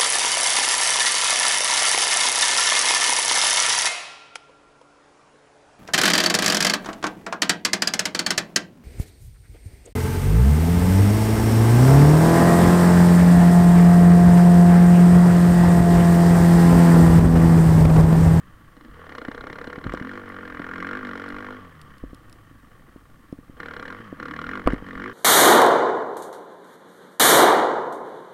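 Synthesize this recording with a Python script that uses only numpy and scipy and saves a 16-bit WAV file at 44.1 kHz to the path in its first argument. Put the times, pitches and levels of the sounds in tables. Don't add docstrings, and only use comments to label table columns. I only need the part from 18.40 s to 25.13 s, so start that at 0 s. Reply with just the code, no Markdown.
import sys
import numpy as np
from scipy import signal
from scipy.fft import rfft, irfft
from scipy.io import wavfile
from scipy.ndimage import uniform_filter1d

SR = 44100
rng = np.random.default_rng(int(sys.argv[2]) if len(sys.argv) > 2 else 0)


def master(y):
    cut = np.clip(np.atleast_2d(y).T, -1, 1)
    pcm = np.round(cut * 32767)
    wavfile.write(sys.argv[1], SR, pcm.astype(np.int16))


N = 296793
TIME = np.arange(N) / SR
FREQS = np.arange(N + 1) * SR / (2 * N) + 1e-6

# frequency in Hz, relative density in dB per Hz.
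WIND_SPECTRUM = [(15, -6), (45, -18), (70, -19), (140, -16), (300, -30.5), (700, -32.5), (2500, -43.5),
                 (6000, -50), (15000, -50)]
WHINE_TONES_HZ = (8626, 8692)

# frequency in Hz, time to decay by 60 dB in seconds, relative level in dB.
HOUSING_MODES = [(145, 0.0063, -23), (281.4, 0.062, -6), (327, 0.017, 4), (498, 0.02, 3.5), (647, 0.02, -1),
                 (1010, 0.032, -4.5), (1145, 0.016, 7)]
# start in seconds, peak in dB, contact time scale in ms.
KNOCK_EVENTS = [(0.8856, -18.5, 2.7), (1.107, -27, 2.9), (1.276, -23.5, 2.3), (1.380, -22.5, 3),
                (1.454, -26, 3.1), (1.465, -13, 6.8), (1.539, -12.5, 1.04), (1.613, -20.5, 5),
                (2.1991, -19.5, 1.5), (3.638, -22, 2.7), (3.7313, -28, 3.3), (4.112, -41, 4.7),
                (4.561, -30.5, 2.7), (4.927, -20, 3.2), (4.988, -29.5, 4.4), (5.097, -29.5, 4.7),
                (5.602, -31, 3.8), (5.7272, -21, 2.1), (6.2742, 5, 0.47), (6.334, -9, 4.1),
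                (6.424, -26, 3.5)]
# start in seconds, peak in dB.
THUD_EVENTS = [(0.489, -37), (0.996, -37), (1.46, -23.5), (2.128, -40), (2.934, -38), (3.629, -29),
               (6.061, -37), (6.259, -14.5), (6.558, -34)]
# start in seconds, peak before the resonances in dB.
TICK_EVENTS = [(1.5368, -31.5), (1.891, -38), (2.889, -35), (3.415, -31), (3.582, -39), (3.746, -36.5),
               (3.8965, -38.5), (3.927, -36), (4.925, -39.5), (6.2739, -17.5), (6.333, -32)]
# frequency in Hz, width in Hz, relative level in dB.
TICK_RESONANCES = [(3350, 2900, 8), (5720, 440, 8.5), (7400, 2200, -6.5), (10600, 2800, 2.5),
                   (14000, 2500, -5)]

# time in seconds, firings per second in Hz.
FIRING_RATE = [(0.0, 31.67), (0.4, 23.02), (0.61, 42.62), (0.8, 29.34), (1.21, 35.69), (1.26, 34.0),
               (1.61, 39.3), (1.74, 49.88), (2.2, 41.3), (2.48, 46.57), (2.59, 52.13), (2.73, 46.37),
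               (3.18, 50.9), (3.3, 40.65), (3.72, 27.82), (5.1, 19.75), (5.28, 40.33), (5.4, 31.49),
               (5.63, 57.86), (5.78, 34.54), (6.07, 40.02), (6.16, 51.5), (6.24, 41.19), (6.3, 52.75),
               (6.56, 43.3), (6.73, 57.48)]
# opens in seconds, shuts in seconds,
# time to open in seconds, first opening 0-1, last opening 0-1, extra boom in dB, extra honk in dB, extra rasp in dB.
THROTTLE_TWISTS = [(0.34, .6, .04, 0.51, 0, 3, -4, 1.5), (0.474, 1.375, 0.26, 0.77, 0.76, -1.5, 3, 1),
                   (1.386, 1.788, 0.058, .84, 0.75, 3, 0, 1),
                   (1.713, 2.571, 0.064, 0.66, 0.97, 0.5, -0.5, -2.5),
                   (2.55, 3.11, 0.091, 0.88, 0.76, 1.5, 1.5, 1),
                   (5.156, 5.524, 0.045, 0.82, 0.82, -2.5, 0, 0.5),
                   (5.749, 6.178, 0.048, 0.84, 0.92, 2, -1.5, 0),
                   (6.213, 6.319, 0.055, 0.94, 0.88, 2, 4, 1),
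                   (6.409, 6.676, .06, 0.69, 0.91, 4.5, 0, -0.5)]
# frequency in Hz, width in Hz, relative level in dB.
CASE_RESONANCES = [(1127, 92, 9.5), (1330, 450, 1), (1836, 234, 2.5), (3113, 236, -8.5),
                   (3900, 2700, -23.5)]
# multiple of the firing rate, relative level in dB.
DRONE_HARMONICS = [(3, -5), (4, 3.5), (5, -27), (6, -4)]
# multiple of the firing rate, relative level in dB.
PIPE_HARMONICS = [(3, -22), (4, -2.5), (5, -1.5), (6, -1.5), (7, -3.5), (8, -7.5)]
# frequency in Hz, width in Hz, relative level in dB.
BOOM_RESONANCES = [(103, 38, -18), (215, 50, 8), (257, 178, 7.5), (347.5, 75, 5)]
# frequency in Hz, width in Hz, relative level in dB.
HONK_RESONANCES = [(390, 52, -3.5), (484.2, 42, 2.5), (622, 39, -5), (863, 570, -11.5)]
# frequency in Hz, width in Hz, relative level in dB.
BARK_RESONANCES = [(1155, 140, 12.5), (1400, 60, 7.5), (1593, 14, 6.5), (1794, 165, 4), (2028, 240, 4),
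                   (1426, 3000, -2.5)]
# frequency in Hz, width in Hz, relative level in dB.
RASP_RESONANCES = [(2888, 104, 5.5), (3310, 440, -0.5), (3980, 1200, -10.5), (5470, 670, -10.5),
                   (7560, 590, -19.5), (10100, 990, -23.5)]
# level shut in dB, level wide open in dB,
# rise in dB per doubling of speed, exponent of the throttle law.
BOOM_THROTTLE_LAW = (-58.5, -37.5, 0, 1.66)
HONK_THROTTLE_LAW = (-66, -42, 1.3, 0.7)
BARK_THROTTLE_LAW = (-66, -31, 2, 1.2459)

CRUISE_HZ = 40
RELEASE_S = 0.14
DRONE_DB, DRONE_DB_PER_OCTAVE, DRONE_MUTE_DB = -49, 16, -29
CRANK_DB, CRANK_DB_PER_OCTAVE = -54.5, 7.5
TOP_HZ = 15700


def undb(db):
    return 10 ** (np.asarray(db) / 20)


def level(x, db):
    return x * undb(db) / np.sqrt(np.mean(x ** 2))


def noise():
    return rng.standard_normal(N)


def walk(rate):
    step = int(SR / rate)
    stairs = np.repeat(rng.standard_normal(N // step + 1), step)
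    return level(uniform_filter1d(stairs, step)[:N], 0)


def shape(x, response):
    return irfft(rfft(x, 2 * N) * response)[:N]


def ring(x, modes, low_hz, high_hz, alternate=True, order=3):
    signs = (-1) ** (np.arange(len(modes)) * alternate)
    body = 0
    for sign, (hz, width, db) in zip(signs, modes):
        detuning = (FREQS ** 2 - hz ** 2) / (FREQS * width)
        body = body + sign * undb(db) / (1 + 1j * detuning)
    skirts = signal.butter(order, [low_hz, high_hz], "band", fs=SR, output="sos")
    return signal.sosfilt(skirts, shape(x, body))


def add(out, s, sound, db):
    i = int(s * SR)
    out[i:i + len(sound)] += (sound * undb(db) / np.abs(sound).max())[:N - i]


def air():
    hz, db = np.transpose(WIND_SPECTRUM)
    colour = undb(np.interp(np.log(FREQS), np.log(hz), db))
    low = FREQS < 900
    gusts = undb(1.7 * walk(12))
    rumble = shape(noise() * gusts, colour * low)
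    hiss = shape(noise(), colour * ~low)
    whine = 0
    for tone_hz in WHINE_TONES_HZ:
        drifting_hz = tone_hz + 7 * walk(60)
        whine = whine + np.sin(2 * np.pi * np.cumsum(drifting_hz) / SR)
    return level(rumble + hiss, -52) + level(whine, -82)


def grit():
    clicks, t = np.zeros(N), TIME[:SR // 4]
    decay = np.exp(-t / 0.001) + undb(-5.5) * np.exp(-t / 0.0024)
    for s, db in TICK_EVENTS:
        add(clicks, s, rng.standard_normal(len(t)) * decay, db)
    return undb(-4) * ring(clicks, TICK_RESONANCES, low_hz=1750, high_hz=14700)


def thuds():
    out, t = np.zeros(N), TIME[:SR // 4]
    fast_sway = np.sin(2 * np.pi * 46 * t) * np.exp(-t / 0.047)
    slow_sway = undb(-4) * np.sin(2 * np.pi * 26 * t) * np.exp(-t / 0.028)
    for s, db in THUD_EVENTS:
        shudder = ring(noise(), [(74, 230, 0)], low_hz=61, high_hz=229)[:len(t)]
        add(out, s, fast_sway + slow_sway + level(shudder, -16.5) * np.exp(-t / 0.052), db)
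    return out


def knocks():
    out, t = np.zeros(N), TIME[:SR // 4]
    housing = sum(undb(db - 60 * t / t60) * np.cos(2 * np.pi * hz * t) for hz, t60, db in HOUSING_MODES)
    for s, db, contact_ms in KNOCK_EVENTS:
        x = 1000 * t / contact_ms
        push = x ** 2 * np.exp(-5.5 * x)
        add(out, s, -signal.fftconvolve(housing, push)[:len(t)], db)
    return out


def clatter(turns, hz):
    taps = noise() * undb(2.66 * walk(260) + 0.37 * np.cos(2 * np.pi * turns))
    rattle = ring(taps, CASE_RESONANCES, low_hz=720, high_hz=6100)
    return level(rattle, -60) * (hz / 23) ** 1.97


def harmonics(turns, hz, orders, peak_hz, width_hz, lift_db, waver_db):
    out = 0
    for k, db in orders:
        lift = lift_db / (1 + ((k * hz - peak_hz) / width_hz) ** 2)
        gain = undb(db + lift + waver_db * walk(16))
        out = out + gain * np.sin(2 * np.pi * k * turns + k ** 2)
    return level(out, 0)


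def hum(turns, hz, opening):
    octaves = np.log2(hz / CRUISE_HZ)
    crank_gain = undb(CRANK_DB + CRANK_DB_PER_OCTAVE * octaves + walk(14))
    crank = crank_gain * np.sqrt(2) * np.sin(2 * np.pi * 2 * turns)
    drone = harmonics(turns, hz, DRONE_HARMONICS, peak_hz=150, width_hz=75, lift_db=10, waver_db=3.5)
    drone_gain = undb(DRONE_DB + DRONE_DB_PER_OCTAVE * octaves + DRONE_MUTE_DB * opening)
    return crank + drone_gain * drone


def twist(opens, shuts, attack_s, first, last):
    attack = np.clip((TIME - opens) / attack_s, 0, 1)
    hold = np.interp(TIME, [opens + attack_s, shuts], [first, last])
    release = np.exp(-np.maximum(TIME - shuts, 0) / RELEASE_S)
    return np.clip(attack * hold * release, 0, 1)


def throttle():
    each = np.array([twist(*row[:5]) for row in THROTTLE_TWISTS])
    colours = np.array([row[5:] for row in THROTTLE_TWISTS])
    weights = each ** 4
    return each.max(axis=0), colours.T @ weights / (weights.sum(axis=0) + 0.001)


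def loudness(law, opening, hz):
    shut_db, open_db, db_per_octave, bend = law
    return undb(shut_db + (open_db - shut_db) * opening ** bend + db_per_octave * np.log2(hz / CRUISE_HZ))


def since(turns, hz, lead_ms):
    cycle = np.floor(turns + 0.5)
    return cycle.astype(int), 1000 * (turns - cycle) / hz + lead_ms


def pulses(turns, share, scatter_db, jitter_ms):
    when = np.interp(np.arange(1, int(turns[-1])) + share, turns, TIME)
    chance = rng.standard_normal((len(when), 2))
    size = undb(scatter_db * chance[:, 0]) * np.sqrt(np.abs(np.gradient(when)))
    at = np.clip((when + jitter_ms * chance[:, 1] / 1000) * SR, 0, N - 1)
    return level(np.bincount(at.astype(int), size, N), 0)


def puff(turns, hz, lead_ms, rise_ms, fall_ms, rest_db, scatter_db):
    cycle, ms = since(turns, hz, lead_ms)
    gate = np.exp(-(np.minimum(ms, 0) / rise_ms) ** 2 - np.maximum(ms, 0) / fall_ms)
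    size = undb(scatter_db * rng.standard_normal(N // 100))[cycle]
    return level(noise() * (gate * size + undb(rest_db)) / np.sqrt(hz), 0)


def yelp(turns, hz, lead_ms, width_ms, centre_hz, glide, jitter_ms):
    cycle, ms = since(turns, hz, lead_ms)
    late, pitch, bend, size = rng.standard_normal((N // 100, 4))[cycle].T
    ms = ms + jitter_ms * late
    start_hz = centre_hz * (1 + 0.05 * pitch)
    bent_ms = ms + glide * (1 + 0.9 * bend) * ms ** 2 / 2
    phase = 2 * np.pi * start_hz * bent_ms / 1000
    strength = undb(1.5 * size) / np.sqrt(hz)
    return level(np.sin(phase) * np.exp(-(ms / width_ms) ** 2) * strength, 0)


def pipe(turns, hz, opening, boom_db, honk_db):
    merged = np.clip((hz - 31) / 13, 0, 0.96)
    blowdown = pulses(turns, share=-0.1457, scatter_db=1.36, jitter_ms=0.074)
    flow = puff(turns, hz, lead_ms=1.3, rise_ms=7.8, fall_ms=12.5, rest_db=-37, scatter_db=1.5)
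    stumble = undb(-1.5) * (CRUISE_HZ / hz) ** 2
    thump = ring(blowdown + stumble * flow, BOOM_RESONANCES, low_hz=52, high_hz=410)
    putts = level(thump / np.hypot(1, stumble), 0)
    tone = harmonics(turns, hz, PIPE_HARMONICS, peak_hz=260.6, width_hz=30, lift_db=7, waver_db=2.95)
    boom = np.sqrt(1 - merged) * putts + np.sqrt(merged) * tone
    breathy = undb(-1) * stumble
    call = ring(blowdown + breathy * flow, HONK_RESONANCES, low_hz=371, high_hz=1110)
    honk = level(call / np.hypot(1, breathy), 0)
    boom_gain = loudness(BOOM_THROTTLE_LAW, opening, hz) * undb(boom_db)
    honk_gain = loudness(HONK_THROTTLE_LAW, opening, hz) * undb(honk_db)
    return boom_gain * boom + honk_gain * honk


def gas(turns, hz, opening, rasp_db):
    song = yelp(turns, hz, lead_ms=0.9, width_ms=1.8, centre_hz=1540, glide=0.1, jitter_ms=0.12)
    jet = puff(turns, hz, lead_ms=2.3, rise_ms=1.5, fall_ms=4, rest_db=-12, scatter_db=1)
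    bark = ring(song + undb(5.5) * jet, BARK_RESONANCES, low_hz=932, high_hz=2336, alternate=False, order=4)
    spray = puff(turns, hz, lead_ms=1.5, rise_ms=1.2, fall_ms=3.8, rest_db=-28, scatter_db=2.2)
    rasp = ring(spray, RASP_RESONANCES, low_hz=2430, high_hz=12100)
    zing = ring(spray, [(4145, 260, 0)], low_hz=3400, high_hz=5320)
    labour = np.log2(CRUISE_HZ / np.maximum(hz, 30))
    edge = level(rasp, -18.5) * undb(4.9 * labour) + level(zing, -27) * undb(12 * labour)
    return loudness(BARK_THROTTLE_LAW, opening, hz) * (level(bark, 0) + undb(rasp_db) * edge)


def scene():
    s, rate = np.transpose(FIRING_RATE)
    hz = np.interp(TIME, s, rate)
    turns = np.cumsum(hz) / SR - 0.2
    opening, (boom_db, honk_db, rasp_db) = throttle()
    bumps = knocks() + thuds() + grit()
    exhaust = pipe(turns, hz, opening, boom_db, honk_db) + gas(turns, hz, opening, rasp_db)
    engine = clatter(turns, hz) + hum(turns, hz, opening) + exhaust
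    return (air() + bumps + engine)[None]


def record(dry):
    ceiling = 0.75
    rounded = ceiling * np.tanh(dry / ceiling)
    low_pass = signal.ellip(8, 0.2, 80, TOP_HZ, fs=SR, output="sos")
    return signal.sosfilt(low_pass, rounded)


dry = scene()
out = record(dry)
master(out)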